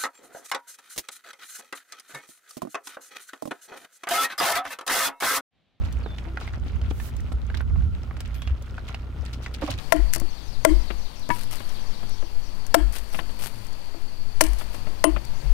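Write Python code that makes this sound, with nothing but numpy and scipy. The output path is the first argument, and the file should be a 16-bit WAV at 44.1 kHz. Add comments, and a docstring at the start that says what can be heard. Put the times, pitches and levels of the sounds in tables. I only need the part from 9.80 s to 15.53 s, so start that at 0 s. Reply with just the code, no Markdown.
"""An open hillside, where a machete chops woody stems on a log. Each stroke cracks through the stem,
rings the log and the blade, thuds through the soil and echoes off the slope. Between strokes bark tears,
wood knocks, a cut piece lands and dry litter rustles; a foot shifts at the end. Behind it all are air,
breeze, insects, birds, a low hum and a far engine revving. The microphone overloads on the strokes and
feeds only the left channel; the right carries faint hiss."""
import sys
import numpy as np
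from scipy import signal
from scipy.fft import rfft, irfft, next_fast_len
from scipy.io import wavfile

SR = 44100
rng = np.random.default_rng(int(sys.argv[2]) if len(sys.argv) > 2 else 0)


def pcm_store(signal):
    """Save signal as 16-bit PCM."""
    levels = np.round(np.clip(np.atleast_2d(signal), -1, 1) * 32767)
    wavfile.write(sys.argv[1], SR, levels.astype(np.int16).T)


N = 252680
T = np.arange(N) / SR
AGE = T[:SR // 2]  # seconds since a hit


def undb(db):
    """Decibels to gain."""
    return 10 ** (np.asarray(db) / 20)


def add(track, start_s, sound):
    """Mix a sound in at start_s."""
    start = max(int(start_s * SR), 0)
    track[start:start + len(sound)] += sound[:max(N - start, 0)]


def spectral(x, gain):
    """Filter by a gain that is a function of frequency."""
    size = next_fast_len(len(x), real=True)
    return irfft(rfft(x, size) * gain(np.fft.rfftfreq(size, 1 / SR)), size)[:len(x)]


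def equalise(x, eq):
    """Filter by a curve of (freq_hz, gain_db) points."""
    hz, db = np.transpose(eq)
    return spectral(x, lambda f: undb(np.interp(np.log(np.maximum(f, 1)), np.log(hz), db)))


def noise(eq, size=len(AGE)):
    """Coloured noise of rms 1."""
    x = equalise(rng.standard_normal(size), eq)
    return x / x.std()


def drift(rate_hz, size=len(AGE)):
    """Smooth random modulation of rms 1."""
    x = spectral(rng.standard_normal(size), lambda f: np.exp(-(f / rate_hz) ** 2))
    return x / np.sqrt(np.mean(x ** 2))


def crackle(eq, spread_db, rate_hz):
    """Noise broken into grains of uneven strength."""
    x = noise(eq) * undb(spread_db * np.clip(drift(rate_hz), -2, 2))
    return x / x.std()


def burst(rise_s, hold_s, t60_s):
    """Envelope that rises, holds and dies away."""
    return (1 - np.exp(-AGE / rise_s)) * np.exp(-np.log(1000) * np.maximum(AGE - hold_s, 0) / t60_s)


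def ring(modes, pitch=1, length=1, scatter=0.0042):
    """Damped modes, each swelling to its peak as the vibration spreads; no two hits ring quite alike."""
    out = 0
    for hz, db, peak_s, t60_s in modes:
        decay_s = length * t60_s / np.log(1000)
        swell = np.exp((peak_s * np.log((AGE + 1 / SR) / peak_s) + peak_s - AGE) / decay_s)
        detuned_hz = hz * pitch * (1 + scatter * rng.standard_normal())
        out = out + undb(db) * swell * np.sin(2 * np.pi * detuned_hz * AGE)
    return out


# Tone of the open air: freq_hz, gain_db
AIR_EQ = [(25, -18), (50, -19), (70, 4.5), (150, 4.5), (300, -1.5), (600, -3), (950, -3), (1400, -9.5),
          (2500, -10.5), (3800, -13), (5200, -15), (7000, -20.5), (10000, -22), (16000, -28.5)]
# Fader ride on the air's midrange: time_s, level_db
AIR_RIDE = [(0.0, -49), (0.38, -51), (3.65, -52), (4.43, -54), (4.74, -51), (5.73, -50)]
# Partials of the low hum: pitch_hz, level_db
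HUM_PARTIALS = [(49, -39), (106, -50.5), (212, -54), (265, -57.5)]

def hillside():
    """The bed: open air, a chorus of insects, a low hum and the breeze pressing on the microphone."""
    full_band_db = 10  # the whole band stands this far above its midrange
    air = noise(AIR_EQ, N) * undb(full_band_db + np.interp(T, *np.transpose(AIR_RIDE)) + 0.92 * drift(1.7, N))
    insect_hz, width_hz = 4514, 690
    chorus = drift(width_hz / 2, N) + 1j * drift(width_hz / 2, N)
    insects = np.real(chorus * np.exp(2j * np.pi * insect_hz * T)) * undb(-50.5 + 2.2 * drift(40, N))
    hum = sum(undb(db + 4.2 * drift(1.9, N)) * np.sin(2 * np.pi * hz * T) for hz, db in HUM_PARTIALS)
    breeze = noise([(1, -12.5), (4, -1.5), (8, -5), (16, -15), (30, -27.5), (80, -49), (400, -100)], N)
    gusts = undb(-23 + 2 * drift(1.3, N))
    return air + insects + hum + breeze * gusts


# Rev curve of the far engine: time_s, firing_hz
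ENGINE_REVS = [(0.0, 145.4), (0.38, 115.1), (0.56, 79.1), (0.78, 121.8), (1.07, 85.5), (1.29, 77.4),
               (1.5, 104.8), (1.76, 108), (1.95, 77.5), (2.25, 111.6), (2.46, 84.3), (2.66, 80.65),
               (2.92, 109.1), (3.09, 107.7), (3.22, 76.6), (3.43, 78), (3.75, 119.0), (3.91, 87.0),
               (4.23, 75.9), (4.56, 101.4), (5.06, 97.3), (5.73, 137.6)]

def engine():
    """A far engine grows louder as it revs, up to full power; only its lowest harmonics carry."""
    full_power_hz, db_per_octave = 106.3, 16.5
    firing_hz = np.interp(T, *np.transpose(ENGINE_REVS))
    level_db = -41.5 + db_per_octave * np.minimum(np.log2(firing_hz / full_power_hz), 0)
    cycles = np.cumsum(firing_hz * (1 + 0.014 * drift(21.4, N))) / SR
    drone = sum(undb(db + 2.83 * drift(15.5, N)) * np.sin(2 * np.pi * k * cycles)
                for k, db in enumerate([2.5, -8.5, -15, -23], 1))
    return undb(level_db) * drone


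# Crunch of the edge going in: freq_hz, gain_db
CRACK_EQ = [(60, -12), (230, -41), (480, 0), (800, -3), (1050, -3), (1500, -0.5), (2100, 0.5), (2600, -13),
            (5000, -16), (16000, -19)]
# Choked ring of a stem pinned on the log: pitch_hz, level_db, peak_s, t60_s
PINNED_STEM_MODES = [(571, -11.5, 0.0027, 0.012), (970, 0, 0.00061, 0.02), (1059, -9, 0.00074, 0.037),
                     (1375, -8, 0.00091, 0.035), (1567, -10, 0.00058, 0.022), (2030, -10.5, .0008, 0.022)]

def stem_crack(cut_s):
    """The edge crushes through the pinned stem, which rings briefly."""
    crush = noise(CRACK_EQ) * burst(0.0001, cut_s, 0.012)
    return undb(-2.5) * (crush + ring(PINNED_STEM_MODES, scatter=0.0078))


# Machete hits: start_s, log_db, log_pitch_ratio, log_length_ratio, crack_db, cut_s,
# splinter_db, splinter_t60_s, hollow_delay_s, rock_db, rock_delay_s, blade_db
STROKES = [(0.1230, -5, 1.005, 1.55, -2.5, 0.00094, -19, .05, .013, -23, 0.043, -47),
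           (0.8494, -1.5, 0.96, 1.04, -2, 0.0013, -8, .01, .013, -12, 0.046, -60),
           (2.9432, -4, 1.024, 0.95, -3, 0.0039, -13.5, .022, .015, -26, 0.039, -41),
           (4.609, -9.5, 0.96, 0.97, -5.5, 0.0033, -7.5, 0.023, 0.00687, -30, 0.042, -37),
           (5.2412, -4, 0.97, .9, -8.5, 0.0014, -13.5, 0.016, 0.0016, -10.5, 0.019, -27)]
# Ringing layers of a hit: pitch_hz, level_db, peak_s, t60_s
LOG_MODES = [(516, -15.5, 0.0026, 0.021), (587, -8, 0.0019, 0.02), (644, -2, 0.0016, 0.052),
             (669.6, -13, 0.013, 0.054)]  # woody knock
HOLLOW_MODES = [(313.4, 0, 0.017, 0.068), (341.8, -17, 0.035, 0.1), (306.8, -20, 0.039, 0.21),
                (274, -19, 0.0079, 0.057), (381, -19, 0.014, 0.049)]  # the log's deep body
SOIL_MODES = [(46, 1, 0.1, 0.081), (47.83, -14.5, .28, 0.054)]  # sub thud
BLADE_MODES = [(1044, 2.5, 0.0024, 0.13), (2710, -11, .002, 0.14), (3040, -7.5, 0.0013, 0.14),
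               (6900, -27, .001, .12), (9380, 5, 0.00069, 0.076), (9620, -16, .001, .12)]  # metallic ring
# Bright edge of splitting fibres: freq_hz, gain_db
FIBRE_EQ = [(200, -47), (1000, -6.5), (2100, 1.5), (3600, -7.5), (5400, 3.5), (7200, 0.5), (9500, 3.5),
            (13000, -5.5), (16000, -9)]

def chops():
    """The edge cuts the stem, then strikes the log; the slope echoes and the soil carries a late thud."""
    out = np.zeros(N)
    for (start_s, log_db, pitch, length, crack_db, cut_s,
         splinter_db, splinter_t60_s, hollow_delay_s, rock_db, rock_delay_s, blade_db) in STROKES:
        crack = undb(crack_db) * stem_crack(cut_s)
        grains = crackle(FIBRE_EQ, spread_db=6.5, rate_hz=3300)
        splinters = undb(splinter_db) * grains * burst(0.0002, cut_s, splinter_t60_s)
        # the log sounds only once the edge is through
        knock = undb(log_db) * np.pad(ring(LOG_MODES, pitch, length), (int(cut_s * SR), 0))[:len(AGE)]
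        blow = crack + splinters + knock
        # the blade chatters in the cut as it rings
        blade = undb(blade_db + 5.9 * drift(160)) * ring(BLADE_MODES, scatter=0.00042)
        thud = undb(crack_db - 7) * ring(SOIL_MODES)
        add(out, start_s, blow + blade + thud)
        add(out, start_s, undb(-16.5) * signal.fftconvolve(blow, slope_echo()))
        # the hollow note builds after the blow, and again as the log rocks back
        add(out, start_s + hollow_delay_s, undb(-12 + 0.5 * log_db) * ring(HOLLOW_MODES, scatter=0.002))
        add(out, start_s + rock_delay_s, undb(rock_db) * ring(HOLLOW_MODES, pitch=1.02, scatter=0.0017))
        # the edge nicks the bark just before it bites
        add(out, start_s - .0012, undb(-16) * noise(FIBRE_EQ) * burst(0.00021, 0.0018, 0.0027))
    return out


# Tone of the echo return: freq_hz, gain_db
ECHO_EQ = [(100, -8), (350, -19), (650, -2.5), (1000, -2), (2000, -2.5), (2500, 0.5), (3100, 3.5),
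           (4200, -12), (7000, -3.5), (16000, -11)]

def slope_echo():
    """Impulse response of the slope: the ground close by, the trunks a little later, a faint tail."""
    ground = burst(0.0043, 0.055, 0.15)
    trunks = undb(-3) * np.exp(-((AGE - .044) / 0.0038) ** 2)
    tail = undb(-8) * burst(.02, 0.084, 0.75)
    echoes = rng.standard_normal(len(AGE)) * (ground + trunks + tail)
    return equalise(echoes / np.linalg.norm(echoes), ECHO_EQ)


def snap():
    """One fibre breaks with a bright click."""
    return crackle(FIBRE_EQ, spread_db=-0.5, rate_hz=3300) * burst(0.00012, 0.00064, 0.018)


# Snaps of bark and twigs: start_s, level_db
BARK_SNAPS = [(0.162, -33), (0.3295, -29), (0.3358, -11.5), (0.3493, -18.5), (0.3594, -18), (0.399, -24.5),
              (1.4898, -29.5), (2.294, -38.5), (2.8657, -30.5), (3.1246, -31.5), (3.185, -29),
              (3.644, -26.5), (4.638, -18.5), (4.665, -26), (4.7325, -30), (4.9453, -36), (5.4506, -34.5)]

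def tearing_bark():
    """Bark tears in single snaps, each letting two weaker fibres go just after it."""
    out = np.zeros(N)
    for start_s, db in BARK_SNAPS:
        add(out, start_s, undb(db) * snap())
        for delay_s in rng.uniform(0, .024, size=2):
            add(out, start_s + delay_s, undb(db - 14.5) * snap())
    return out


# Wood bumping log and ground: start_s, level_db, lowpass_hz
WOOD_KNOCKS = [(0.3607, -26.5, 1200), (0.4133, -27.5, 590), (1.103, -23.5, 2440), (1.4911, -23.5, 1130),
               (1.8031, -34, 2600), (2.2294, -36, 1500), (2.424, -32.5, 1000), (3.3442, -27, 3200),
               (3.3884, -22, 3000), (3.4933, -37, 4900), (4.1421, -35.5, 680), (4.811, -31, 2198),
               (4.944, -33, 2197), (5.068, -30.5, 1810), (5.3625, -22.5, 2000)]
# Scuff of the contact: freq_hz, gain_db
SCUFF_EQ = [(60, -32), (130, 3), (450, -2), (800, -5), (1300, -7.5), (3200, -5.5), (5000, -21),
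            (16000, -28)]

def knocks():
    """Stems knock on the log; a softer contact is duller and wakes more of the hollow note."""
    out = np.zeros(N)
    for start_s, db, lowpass_hz in WOOD_KNOCKS:
        scuff = noise(SCUFF_EQ) * burst(0.00029, 0.0058, .05)
        log = undb(-5.5) * ring(LOG_MODES, pitch=0.97, scatter=0.064)
        stem = undb(-5) * ring(PINNED_STEM_MODES, pitch=1.2, scatter=0.1)
        contact = signal.sosfilt(signal.butter(2, lowpass_hz, fs=SR, output="sos"), scuff + log + stem)
        add(out, start_s, undb(db) * contact * scuff.std() / contact.std())
        hollow_db = db - 6.5 - 6.5 * np.log2(lowpass_hz / 1000)
        add(out, start_s, undb(hollow_db) * ring(HOLLOW_MODES, pitch=1.06))
    return out


def whistle(length_s, start_hz, end_hz, flutter_hz):
    """One gliding bird note, its pitch fluttering."""
    size = int(length_s * SR)
    hz = np.geomspace(start_hz, end_hz, size) + flutter_hz * drift(590, size)
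    return np.sin(2 * np.pi * np.cumsum(hz) / SR) * signal.windows.tukey(size, .5)


# One bird's two falling notes: delay_s, length_s, start_hz, end_hz, gain_db
BIRD_PHRASE = [(0, 0.03, 7020, 4750, -6), (0.059, 0.038, 5206, 3395, -1)]
# Thin far calls: start_s, start_hz, end_hz, level_db
THIN_CALLS = [(2.295, 6300, 4886, -49), (2.33, 5680, 6600, -53), (2.619, 6180, 5270, -48.5),
              (3.294, 6440, 5120, -48.5), (5.535, 5500, 6990, -51)]

def birds():
    """A repeated phrase, slowing a little, stray calls and a flock, all smeared by the trees between."""
    out = np.zeros(N)
    first_s, period_s, slowing_s = .497, .167, .0008
    for k in range(10):
        start_s = first_s + period_s * k + slowing_s * k ** 2
        for delay_s, length_s, start_hz, end_hz, db in BIRD_PHRASE:
            note = whistle(length_s, start_hz, end_hz, flutter_hz=80.4)
            add(out, start_s + delay_s, undb(db - 42) * note)
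    for start_s, start_hz, end_hz, db in THIN_CALLS:
        add(out, start_s, undb(db) * whistle(0.067, start_hz, end_hz, flutter_hz=328))
    # the flock chatters further off
    for start_s, hz, glide in rng.uniform((.4, 3400, .6), (2.45, 6700, 1), size=(70, 3)):
        add(out, start_s, undb(-52) * whistle(.05, hz, hz * glide, flutter_hz=160))
    trees = rng.standard_normal(len(AGE)) * burst(.002, .008, .35)
    return out + signal.fftconvolve(out, trees / np.linalg.norm(trees))[:N]


def twig_ticks():
    """Twigs tick faintly under hands and feet."""
    out = np.zeros(N)
    for start_s, strength in rng.uniform((1.2, .5), (5.4, 1.5), size=(10, 2)):
        add(out, start_s, undb(-40.5) * strength * snap())
    return out


# Clack of a loose cut stem: pitch_hz, level_db, peak_s, t60_s
LOOSE_STEM_MODES = [(970, 0.5, 0.003, 0.12), (1180, -2.5, 0.0014, 0.019), (1704, -8, 0.00087, 0.08),
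                    (1744, -2.5, 0.0009, 0.027), (2237, -10, .001, 0.1), (2600, -20, .001, .05)]

def landing():
    """A cut piece bumps onto the pile and rings."""
    out = np.zeros(N)
    bump_eq = [(50, 6), (100, 5), (250, 6), (500, -15), (2000, -2), (3500, -17), (16000, -38)]
    bump = undb(-3.5) * noise(bump_eq) * burst(0.0007, 0.0018, 0.063)
    add(out, start_s=1.5029, sound=undb(-13.5) * (ring(LOOSE_STEM_MODES, scatter=0.0016) + bump))
    return out


# Drags through the litter: start_s, length_s, level_db
LITTER_DRAGS = [(1.504, 0.13, -39.5), (1.708, 0.049, -34), (3.13, 0.045, -34), (3.323, 0.066, -39.5),
                (3.588, 0.091, -34.5), (4.605, .045, -35.5), (4.782, 0.023, -38), (4.925, 0.038, -46)]
# Tone of the dry rustle: freq_hz, gain_db
LITTER_EQ = [(100, -6), (500, 3), (2000, 1), (4000, -1.5), (7000, -7), (10000, -1.5), (13500, -5.5),
             (16000, -11)]

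def rustles():
    """Stems drag through dry litter, which gives way in dense grains and settles; twigs crack in it."""
    out = np.zeros(N)
    for start_s, length_s, db in LITTER_DRAGS:
        drag = burst(0.0025, length_s, 0.14)
        settling = undb(-14) * burst(length_s, length_s + 0.19, 0.14)
        grains = crackle(LITTER_EQ, spread_db=5, rate_hz=450)
        add(out, start_s, undb(db) * grains * np.hypot(drag, settling))
        for delay_s in rng.uniform(0, length_s, size=3):
            add(out, start_s + delay_s, undb(db + 0.5) * snap())
    return out


def footstep():
    """A foot shifts on the soil with a sub-bass thump."""
    out = np.zeros(N)
    thump = ring([(24.02, -3, .11, 0.064), (43.35, -3, 0.084, 0.093)])
    add(out, start_s=5.61, sound=undb(-7) * thump)
    return out


def scene():
    """All sources at one microphone on the left channel; the right one carries only faint hiss."""
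    foley = chops() + knocks() + landing() + footstep() + tearing_bark() + twig_ticks() + rustles()
    ambience = birds() + engine() + hillside()
    hiss = undb(-56) * noise([(30, 20), (100, 8.5), (300, 4), (2000, 1), (16000, -1)], N)
    return np.array([foley + ambience, hiss])


def record(dry):
    """The overloaded input flattens the loudest peaks and cuts the top."""
    soft_clipped = dry / (1 + dry ** 6) ** (1 / 6)
    lowpass_hz = 15500
    return signal.sosfilt(signal.ellip(8, .2, 70, lowpass_hz, fs=SR, output="sos"), soft_clipped)


dry = scene()
out = record(dry)
pcm_store(out)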